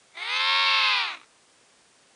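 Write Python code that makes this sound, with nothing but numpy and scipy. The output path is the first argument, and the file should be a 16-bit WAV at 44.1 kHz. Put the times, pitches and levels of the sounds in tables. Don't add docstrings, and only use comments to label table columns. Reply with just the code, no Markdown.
import sys
import numpy as np
from scipy import signal
from scipy.fft import rfft, irfft, next_fast_len
from scipy.io import wavfile
from scipy.ndimage import uniform_filter1d, map_coordinates

SR = 44100
rng = np.random.default_rng(int(sys.argv[2]) if len(sys.argv) > 2 else 0)


def store_wav(level_fs):
    pcm = np.round(np.clip(np.atleast_2d(level_fs), -1, 1) * 32767)
    wavfile.write(sys.argv[1], SR, pcm.T.astype(np.int16))


def voltage_ratio(decibels):
    exponent = np.asarray(decibels, float) / 20
    return 10 ** exponent


N = 94815
TIME_S = np.arange(N) / SR


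def unit(x):
    return x / np.sqrt(np.mean(x ** 2) + 1e-20)


def curves(rows, smooth=1):
    s, *columns = np.transpose(rows)
    return [uniform_filter1d(np.interp(TIME_S, s, column), size=smooth) for column in columns]


def wobble(rate):
    knots = rng.standard_normal(2000)
    return map_coordinates(knots, [np.arange(N) * min(rate, 900) / SR])


def coloured(x, points):
    m = 2 ** 17
    f, db = np.transpose(points)
    log_f = np.log(np.fft.rfftfreq(m, 1 / SR) + 1)
    log_gain = np.interp(log_f, np.log(f), db) * np.log(10) / 20
    cepstrum = irfft(log_gain, m)
    cepstrum[1:m // 2] *= 2
    cepstrum[m // 2 + 1:] = 0
    return irfft(rfft(x, m) * np.exp(rfft(cepstrum)), m)[:N]


# t/s, source level/dB ahead of the throat's glide, low voice gain over high/dB
EFFORT = [(.1, -91, -6), (.118, -62, -12), (.135, -59, -9), (.155, -47.5, 6.5), (.163, -45, -0.5),
          (.172, -38, 3.5), (.21, -37, 5.5), (.228, -27, -7.5), (.248, -30, -6), (.265, -28, -4),
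          (.33, -25.5, 0.5), (.5, -22, -1), (.68, -21.5, -1.5), (.85, -21.5, -3), (.97, -22.5, -5),
          (1.05, -28, 0), (1.114, -33, -1), (1.155, -35.5, -8.5), (1.163, -53, 5), (1.174, -39.5, -4),
          (1.19, -62, -17), (1.24, -55, -19.5)]


def bleat():
    level_db, low_db = curves([*EFFORT, (1.28, -90, 0)])
    high_hz, low_hz, high, low = membrane_phases()
    pair = coupled_pair(high_hz, low_hz, high, low, low_db)
    both = unit(pair) + combination_tones(high, low) + breath(high, low)
    source = both * voltage_ratio(level_db) * (TIME_S > EFFORT[0][0])
    reference = np.std(coloured(both, THROAT_OPEN)[SR // 2:SR * 3 // 4])
    add_creaks(source)
    return throat(source) / reference + first_partials(high, low)


# t/s, high voice f/Hz, low voice f/Hz
PITCH = [(.13, 360, 305), (.2, 420, 352), (.244, 444, 377), (.3, 487, 407), (.36, 515, 427.5),
         (.42, 530, 441.67), (.48, 540.6, 450.5), (.57, 548.4, 457), (.64, 548.4, 457), (.69, 545.3, 450.2),
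         (.78, 539.2, 440), (.87, 526.4, 425), (.93, 514, 413.8), (.99, 485, 399), (1.05, 443, 369),
         (1.11, 389, 313), (1.17, 325, 270), (1.25, 270, 235)]
# t/s, timing jitter/rad (multiplies a random curve), breath level re the voice pair/dB
ROUGH = [(.12, .3, -6), (.17, .05, -19), (.45, .03, -22), (.63, .025, -23), (.68, .03, -22),
         (1.0, .035, -21), (1.12, .05, -19), (1.2, .1, -15)]


def membrane_phases():
    high_hz, low_hz = curves(PITCH, smooth=2001)
    jitter, _ = curves(ROUGH)
    jitter_rate = 260
    high, low = (2 * np.pi * np.cumsum(f) / SR + jitter * wobble(jitter_rate) for f in (high_hz, low_hz))
    low_lead = .104
    return high_hz, low_hz, high, low + low_lead


PULL_HIGH = (.237, 2.474, .325, 3.043, .097, 3.987)
PULL_LOW = (.162, -.097, .282, .404, .014, 1.19)


def coupled_pair(high_hz, low_hz, high, low, low_db):
    shimmer_db = 0.7
    high_voice = voice(high, low, PULL_HIGH, reopen=(.237, 3.348), smear=.028, hz=high_hz)
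    low_voice = voice(low, high, PULL_LOW, reopen=(.084, 2.183), smear=.022, hz=low_hz)
    high_part = high_voice * voltage_ratio(shimmer_db * wobble(89.9))
    low_part = low_voice * voltage_ratio(low_db + shimmer_db * wobble(90.1))
    return high_part + low_part


def voice(phase, other, pull, reopen, smear, hz, count=36):
    timing, timing_lag, size, size_lag, double, double_lag = pull
    shifted = phase + timing * np.sin(other + timing_lag) + double * np.sin(2 * other + double_lag)
    share, delay = reopen
    pulses = 0
    for k in range(2, count):
        late = shifted - smear * k
        overtone = np.cos(k * late) + share * np.cos(k * (late - delay))
        pulses = pulses + (k * hz < 12000) * overtone
    effort = np.sqrt(hz / hz.max())
    return pulses * effort * (1 + size * np.cos(other + size_lag))


def combination_tones(high, low):
    return voltage_ratio(-20.5) * np.cos(high + low) + voltage_ratio(-34.5) * np.cos(3 * high - low)


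def breath(high, low):
    _, breath_db = curves(ROUGH)
    steady = 1.2
    gate = steady + np.cos(high) + np.cos(low)
    return unit(rng.standard_normal(N) * gate) * voltage_ratio(breath_db)


# t/s, high voice rms level/dB, low voice rms level/dB
FIRST = [(.13, -95, -95), (.17, -63, -62), (.24, -59, -62), (.33, -51, -60), (.52, -46.5, -57),
         (.72, -47, -58), (.87, -50, -61), (.99, -56, -62), (1.08, -62, -63), (1.18, -64, -66),
         (1.26, -90, -90)]


def first_partials(high, low):
    high_db, low_db = curves(FIRST)
    return np.sqrt(2) * (voltage_ratio(high_db) * np.cos(high) + voltage_ratio(low_db) * np.cos(low))


# t/s, relative level/dB
CREAKS = [(1.185, -42), (1.191, -41), (1.199, -37), (1.2145, -37), (1.233, -41), (1.243, -45)]


def add_creaks(source):
    raise_db, puff_db, t60_s = 15, -26, .045
    t = np.arange(SR // 20) / SR
    for s, db in CREAKS:
        puff = voltage_ratio(puff_db) * rng.standard_normal(len(t)) * voltage_ratio(-60 * t / t60_s)
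        source[round(s * SR):][:len(t)] += voltage_ratio(db + raise_db) * ((t == 0) + puff)


# f/Hz, level/dB
THROAT_START = [(150, -48.5), (350, -19), (650, -5.5), (1000, -7), (1750, -11.5), (2200, 7), (2700, -17.5),
                (3680, -4.5), (4400, -18), (5400, -32.5), (6200, -21.5), (7400, -40), (8700, -21),
                (10500, -45.5), (22000, -85)]
THROAT_OPEN = [(150, -50.5), (430, -30.5), (640, -18), (790, -6), (900, -4), (1090, 0), (1350, -3.5),
               (1750, -6), (2000, -2.5), (2220, -1), (2400, 3), (2680, 1.5), (2950, -3.5), (3300, -2),
               (3680, 0), (4050, -4), (4560, -4.5), (5000, -12.5), (5800, -21.5), (6300, -34), (6800, -29),
               (7700, -48), (8400, -35), (9000, -41.5), (9500, -28.5), (10500, -59), (22000, -56)]
THROAT_END = [(150, -62), (320, -13), (700, -11), (1200, 2), (1750, -6), (2100, -1), (2450, 0.5),
              (3100, -10), (3950, -4.5), (4700, -22.5), (5700, -22.5), (6400, -21.5), (7500, -33),
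              (22000, -55)]


def throat(x):
    start, = curves([(0.14, 1), (0.49, 0)])
    end, = curves([(1, 0), (1.146, 1)])
    shaped = start * coloured(x, THROAT_START)
    shaped += (1 - start - end) * coloured(x, THROAT_OPEN)
    shaped += end * coloured(x, THROAT_END)
    rasp_hz, middle_s, half_length_s, rasp_db = 6200, .345, .06, -12
    rasp = signal.filtfilt(*signal.iirpeak(rasp_hz, 20, SR), x)
    rasp *= np.exp(-((TIME_S - middle_s) / half_length_s) ** 2)
    return shaped + voltage_ratio(rasp_db) * rasp


def ice(x):
    echo_db, t60_s = -20, .15
    t = np.arange(SR // 3) / SR
    tail = rng.standard_normal(len(t)) * voltage_ratio(-60 * t / t60_s) * (t > .004)
    tail /= np.linalg.norm(tail)
    return x + voltage_ratio(echo_db) * signal.fftconvolve(x, tail)[:N]


# f/Hz, level/dB per Hz
HISS = [(15, -60), (25, -18.5), (118, -5.5), (141, -3), (322, -2), (365, 0), (10000, -8), (13000, -65),
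        (22000, -120)]


def hiss():
    level_db = -60 + 0.34 * wobble(5.5)
    return unit(coloured(rng.standard_normal(N), HISS)) * voltage_ratio(level_db)


def scene():
    return (ice(bleat()) + hiss())[None]


def low_pass(x):
    return signal.sosfilt(signal.butter(12, 10150, fs=SR, output="sos"), x)


def record(dry):
    top_hz = 10160
    m = next_fast_len(N)
    passed = np.fft.rfftfreq(m, 1 / SR) < top_hz
    mix = irfft(rfft(dry, m) * passed, m)[..., :N]
    return low_pass(mix)


dry = scene()
out = record(dry)
store_wav(out)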